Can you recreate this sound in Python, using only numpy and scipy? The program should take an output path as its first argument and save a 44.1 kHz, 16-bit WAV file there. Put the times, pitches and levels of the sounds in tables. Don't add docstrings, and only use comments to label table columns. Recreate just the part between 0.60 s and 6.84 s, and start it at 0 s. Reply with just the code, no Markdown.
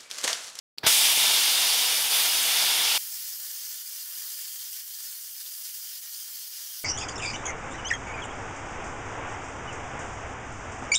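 import sys
import numpy as np
from scipy import signal
from scipy.fft import rfft, irfft
from scipy.io import wavfile
from scipy.ndimage import uniform_filter1d

SR = 44100
rng = np.random.default_rng(int(sys.argv[2]) if len(sys.argv) > 2 else 0)


def master(y):
    cut = np.clip(np.atleast_2d(y).T, -1, 1)
    pcm = np.round(cut * 32767)
    wavfile.write(sys.argv[1], SR, pcm.astype(np.int16))


def decibels_to_gain(level_db):
    exponent = np.asarray(level_db, float) / 20
    return 10 ** exponent


N = 275184


def evened(x):
    return x / np.sqrt(np.mean(x ** 2) + 1e-20)


def read(points, hz):
    f, value = np.transpose(points)
    return np.interp(np.log(hz + 1), np.log(f + 1), value)


def add(mix, s, sound):
    mix[round(s * SR):][:len(sound)] += sound


def coloured(x, spectrum, peaks=()):
    hz = np.fft.rfftfreq(len(x), 1 / SR)
    bumps_db = sum(db / (1 + (2 * (hz - f) / width) ** 2) for f, width, db in peaks)
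    gain = decibels_to_gain(read(spectrum, hz) + bumps_db)
    band = (hz > 2000) & (hz < 7000)
    return irfft(rfft(x) * gain, len(x)) / np.sqrt(np.sum(gain[band] ** 2) / len(hz))


def bandpassed_noise(count, low_hz, high_hz):
    sos = signal.butter(2, [low_hz, high_hz], "bandpass", fs=SR, output="sos")
    return evened(signal.sosfilt(sos, rng.standard_normal(count)))


def reflected(x, echo_db, t60, band_hz):
    delay = rng.uniform(.006, .12, 200)
    taps = np.zeros(6000)
    taps[(delay * SR).astype(int)] = rng.choice([-1., 1.], 200) * decibels_to_gain(echo_db - 60 * delay / t60)
    taps = signal.lfilter(*signal.butter(1, band_hz, "bandpass", fs=SR), taps)
    taps[0] = 1
    return signal.oaconvolve(x, taps)[:len(x)]


# (t/s, level/dB, length/s)
SURGES = [(0.454, 3, 0.0079), (0.55, -3, 0.019), (1.49, -2, 0.016), (1.538, 0.5, 0.011), (2.01, 1, 0.034),
          (2.778, -3.5, 0.029), (2.638, 0.5, 0.013), (2.86, 0.5, 0.033), (3.242, -4, .02),
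          (3.816, 0.5, 0.012), (3.44, -3.5, 0.036), (4.252, -5.5, 0.026), (4.81, 2.5, 0.015),
          (4.848, 1, .008), (5.036, -4.5, 0.0088), (5.05, 4.5, 0.012), (5.13, -3, .01), (5.145, 3, 0.014),
          (5.409, -6.5, 0.018), (5.824, 1, 0.0098), (5.897, -5, 0.011)]


def jet(levels, patchy_db, drift_db, sputter_db, flicker_db):
    frames, hz = N // 64 + 5, np.fft.rfftfreq(256, 1 / SR)[:, None]
    t = np.arange(frames) * 64 / SR
    roar_db, jet_db, fizz_db, sizzle_db = levels(t)
    a, b, patches, drift = rng.standard_normal((frames, 129, 4)).T

    patches = evened(uniform_filter1d(uniform_filter1d(patches, size=5, axis=0), size=30, axis=1))
    drift = evened(uniform_filter1d(uniform_filter1d(drift, size=3, axis=0), size=300, axis=1))
    sputter = evened(uniform_filter1d(uniform_filter1d(rng.standard_normal(frames), size=12), size=12))
    flicker = evened(uniform_filter1d(rng.standard_normal(frames), size=3))
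    surge_db = sum(db * np.exp(-((t - at) / length) ** 2) for at, db, length in SURGES)

    low, high, top = (1 / (1 + (edge / (hz + 1)) ** 8) for edge in (2000, 6500, 10000))
    field_db = (1 - low) * roar_db + (low - high) * jet_db + (high - top) * fizz_db + top * sizzle_db
    field_db = field_db + patchy_db * patches + drift_db * drift
    unsteady_db = sputter_db * sputter + flicker_db * flicker + surge_db
    field_db = field_db + unsteady_db * (1 - .25 * high - .4 * top)
    return signal.istft((a + 1j * b) * decibels_to_gain(field_db), nperseg=256, noverlap=192)[1][:N] / 11.3


def cutting(rows, follow, t):
    s, power_db, lift_db = np.transpose(rows)
    offset_db, power, lift, creep = np.transpose(follow)[:, :, None]
    level_db = power_db.mean() + offset_db + creep * (t - s.mean()) + lift * np.interp(t, s, lift_db)
    return level_db + power * np.interp(t, s, power_db - power_db.mean())


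# (air alone level/dB, its climb/dB per s, strike flash level/dB, flash fade/s)
IGNITION = [
    (-18, -250, 17, 0.015),
    (-40, 430, 8.5, 0.018),
    (-58, 350, 7, 0.17),
    (-52.5, 650, 4, .03),
]


def struck(level_db, t):
    air_s, arc_s, rise_s = .230, .2635, .004
    air_db, climb, flash_db, fade = np.transpose(IGNITION)[:, :, None]
    air = decibels_to_gain(air_db + climb * np.clip(t - air_s, 0, arc_s - air_s)) * np.clip((t - air_s) / rise_s, 0, 1) ** 2
    lit = np.clip((t - arc_s) / rise_s, 0, 1)
    held_db = np.outer([-0.5, 0, 0, 0], t < 0.64)
    arc = decibels_to_gain(level_db + held_db + flash_db * np.exp(-np.maximum(t - arc_s - rise_s, 0) / fade))
    return 20 * np.log10((1 - lit) * air + lit * arc + 1e-6)


# (t/s, arc power level/dB, torch lift level/dB)
AT_EDGE = [(.33, -22.5, 0.5), (.55, -22, -.5), (.85, -23, -1), (1.15, -24, -1.5), (1.47, -28, 1.5),
           (1.56, -23.5, 2), (1.73, -26.5, 2), (2.0, -24.5, 1), (2.37, -25, 0)]
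# (offset level/dB, share of arc power, share of torch lift, creep/dB per s)
EDGE_FOLLOW = [
    (-1.5, 1, .3, 1.3),
    (-1.5, 0.83, 0, 0),
    (-2, 0.39, .4, -1.5),
    (-2, 0.61, 1.0, -1.2),
]
# (f/Hz, level/dB per Hz)
EDGE_COLOUR = [(25, -45), (120, -33), (300, -24), (600, -25.5), (1100, -10), (1900, -9.5), (3400, -2),
               (4100, -6.5), (5200, -6.5), (7600, -10.5), (9500, -6.5), (12700, -11.5), (14400, -8),
               (15700, -21.5)]
# (f/Hz, width/Hz, level/dB)
EDGE_PEAKS = [(480, 90, 7.0), (660, 150, 7.0), (880, 410, 7.0), (1050, 140, -5.5), (1210, 230, -4.5),
              (1530, 160, -3.0), (1900, 90, -2.0), (2360, 200, 2.5), (2500, 170, -2.0), (2860, 80, 3.0),
              (3560, 180, 3.0), (3750, 80, 2.5), (4470, 500, 2.0), (5010, 500, 4.0), (5320, 130, -2.0),
              (5620, 130, 3.0), (6200, 370, 2.0), (6730, 120, 1.5), (7380, 60, 1.5), (8030, 70, 1.5),
              (8350, 90, -3.0), (8450, 130, 2.0), (10140, 330, -4.0), (10490, 500, 2.0), (11030, 360, 3.5),
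              (11160, 170, -4.5), (14200, 290, -2.5), (15690, 480, 7.0)]


def edge_cut():
    arc = jet(lambda t: struck(cutting(AT_EDGE, EDGE_FOLLOW, t), t),
              patchy_db=0.6, drift_db=0.5, sputter_db=-0.04, flicker_db=0.38)
    arc = decibels_to_gain(1.5) * coloured(arc, EDGE_COLOUR, EDGE_PEAKS)
    return reflected(arc, echo_db=-25, t60=.35, band_hz=[400, 12000])


# (t/s, arc power level/dB, torch lift level/dB)
INSIDE_CUT = [(2.4, -43.5, 1), (2.85, -43, 0), (3.35, -44, -0.77), (3.55, -43.5, 0.9), (4.0, -45.5, -0.097),
              (4.45, -45, 0), (4.72, -48.5, 0), (5.1, -45.5, 0), (6.2, -45, -1)]
# (offset level/dB, share of arc power, share of torch lift, creep/dB per s)
INSIDE_FOLLOW = [
    (-1.5, 0.89, .3, -0.2),
    (-1.72, 0.77, 0.17, 0),
    (-1.3, 0.51, .4, -0.54),
    (-1.2, 0.35, 1.0, -0.6),
]
# (f/Hz, level/dB per Hz)
INSIDE_COLOUR = [(25, -43.5), (120, -43.5), (300, -34.5), (600, -24.5), (1000, -22.5), (1500, -12.0),
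                 (2500, -13.5), (3200, -1.5), (4000, -18.5), (5000, -3.0), (7000, -9.5), (9500, -6.5),
                 (13000, -4.5), (15700, -1.0)]
# (f/Hz, width/Hz, level/dB)
INSIDE_PEAKS = [(540, 60, -2.5), (690, 90, -3.5), (860, 130, -3.0), (1310, 200, -5.5), (1600, 130, -5.0),
                (1950, 70, -4.0), (2170, 170, -3.5), (2590, 120, -6.5), (2720, 50, -4.0), (2910, 60, -4.0),
                (3090, 90, -7.0), (3320, 500, -5.5), (3600, 60, 4.0), (3730, 50, 2.5), (4050, 430, 7.0),
                (4370, 160, 7.0), (4820, 80, 4.0), (5270, 60, -5.0), (5820, 170, 4.5), (6110, 50, 4.5),
                (6400, 50, 4.0), (6670, 500, 4.5), (7380, 180, 4.5), (8100, 370, 3.0), (9170, 380, 1.5),
                (9770, 250, -2.0), (11960, 50, 2.5), (13600, 260, -2.0)]


def inside_cut():
    arc = jet(lambda t: cutting(INSIDE_CUT, INSIDE_FOLLOW, t),
              patchy_db=1.2, drift_db=0.52, sputter_db=0.7, flicker_db=1.16)
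    arc = decibels_to_gain(3.0) * coloured(arc, INSIDE_COLOUR, INSIDE_PEAKS)
    return reflected(arc, echo_db=-21, t60=0.25, band_hz=[400, 10000])


# (t/s, level/dB, low f/Hz, high f/Hz, t60/s)
PUFFS = [
    (.2325, -38, 300, 800, .1),
    (.2405, -38, 60, 400, .03),
    (.2395, -31, 1500, 4500, .012),
    (.2655, -24, 250, 650, .02),
    (.574, -33, 60, 1500, .025),
    (4.861, -38, 3300, 5200, .025),
    (4.862, -50, 700, 2600, .02),
]
# (t/s, level/dB)
SPATTER = [(2.85, -90), (3.06, -88), (3.2, -82), (3.24, -88), (3.46, -90), (3.71, -86), (4.27, -88),
           (4.86, -86), (5.47, -84)]
# (t/s, level/dB)
THUMPS = [
    (0.2405, -29.5),
    (0.2662, -30),
    (0.5732, -43),
]


def pops():
    out, t = np.zeros(N), np.arange(3000) / SR
    for s, db, low_hz, high_hz, t60 in PUFFS:
        envelope = decibels_to_gain(db - 60 * t / t60) * np.minimum(t / 0.0013, 1)
        add(out, s, envelope * bandpassed_noise(len(t), low_hz, high_hz))
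    push = np.e * t / 0.00062 * np.exp(-t / .001)
    for s, db in SPATTER:
        add(out, s, decibels_to_gain(db) * push)
    thump = signal.lfilter(*signal.butter(2, 112, "highpass", fs=SR), push)
    for s, db in THUMPS:
        add(out, s, decibels_to_gain(db) * thump)
    return out


# (f/Hz, level/dB per Hz)
TRIGGER = [(100, -20), (700, -16), (1700, -20), (2400, -5), (3600, -4), (4700, 0), (5300, -2), (6200, -16),
           (7800, -9), (9500, -17), (12000, -13), (15700, -20)]
# (f/Hz, level/dB, length/s)
LATCH = [
    (4700, -22, 0.0017),
    (3100, -28.5, 0.0012),
]


def trigger():
    out, t = np.zeros(N), np.arange(2048) / SR - .004
    snaps = np.zeros(len(t))
    snaps[[161, 176]] = [-.3, 1]
    snaps = coloured(snaps, TRIGGER, [(4850, 700, 7), (3000, 900, 4)])
    snaps = decibels_to_gain(-25) * snaps / abs(snaps).max() * np.exp(-(t / .003) ** 2)
    rattle = evened(coloured(rng.standard_normal(len(t)), TRIGGER))
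    rattle = rattle * decibels_to_gain(-38 - 60 * abs(t) / np.where(t > 0, .035, .008))
    add(out, .1799, snaps + rattle)
    for hz, db, length in LATCH:
        u = np.arange(0, length, 1 / SR)
        ring = np.sin(2 * np.pi * hz * u) * np.sin(np.pi * (u / length) ** 0.52)
        add(out, .1835, decibels_to_gain(db) * ring)
    return out


# (f/Hz, level/dB per Hz)
SHOP = [(30, -14), (300, 5), (700, 0), (1500, -2), (3000, -10.5), (4500, 2.5), (6000, -16), (15700, -18.5)]


def idle_shop():
    return decibels_to_gain(-57) * evened(coloured(rng.standard_normal(N), SHOP))


def scene():
    start_s, change_s = .1757, 2.3783
    t = np.arange(N) / SR
    edge = edge_cut() + trigger() + idle_shop()
    cuts = np.where(t < change_s, edge, inside_cut()) * (t > start_s)
    return np.tile(cuts + pops(), (2, 1))


# (t/s, bands filled)
FILLED = [(1.062, 2), (1.248, 1), (1.271, 2), (1.364, 1), (1.55, 3), (1.759, 1), (1.782, 3), (2.363, 2),
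          (2.734, 1), (4.476, 4), (4.545, 1), (4.778, 2), (5.497, 2), (5.753, 2)]


def widened(x):
    band_edges_hz = np.linspace(4500, 15800, 8)
    n, fade = np.arange(2048), signal.windows.kaiser_bessel_derived(2048, 4 * np.pi)
    all_bins = np.arange(732)
    band = np.digitize(all_bins * SR / 2048, band_edges_hz) - 1
    for (s, count), chance in zip(FILLED, rng.random((len(FILLED), len(band_edges_hz) - 1))):
        at = 750 + 1024 * round((s * SR - 750) / 1024) - 1024
        bins = all_bins[np.isin(band, np.argsort(chance)[:count])]
        waves = fade * np.cos(np.pi / 1024 * np.outer(bins + .5, n + 512.5))
        level = np.sqrt(uniform_filter1d((waves @ x[0, at:at + 2048]) ** 2, size=60)) / 512
        noise = level * rng.standard_normal(len(bins)) @ waves
        x[:, at:at + 2048] += decibels_to_gain(-5.0) * np.outer([1, -1], noise)
    return x


def top_cut(x):
    return signal.sosfilt(signal.butter(12, 17070, fs=SR, output="sos"), x)


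def record(dry):
    overloaded = 0.6 * np.tanh(dry / 0.51)
    lowpass = signal.firwin(1501, 15750, window=("kaiser", 9), fs=SR)
    mix = widened(signal.oaconvolve(overloaded, lowpass[None], "same"))
    return top_cut(mix)


dry = scene()
out = record(dry)
master(out)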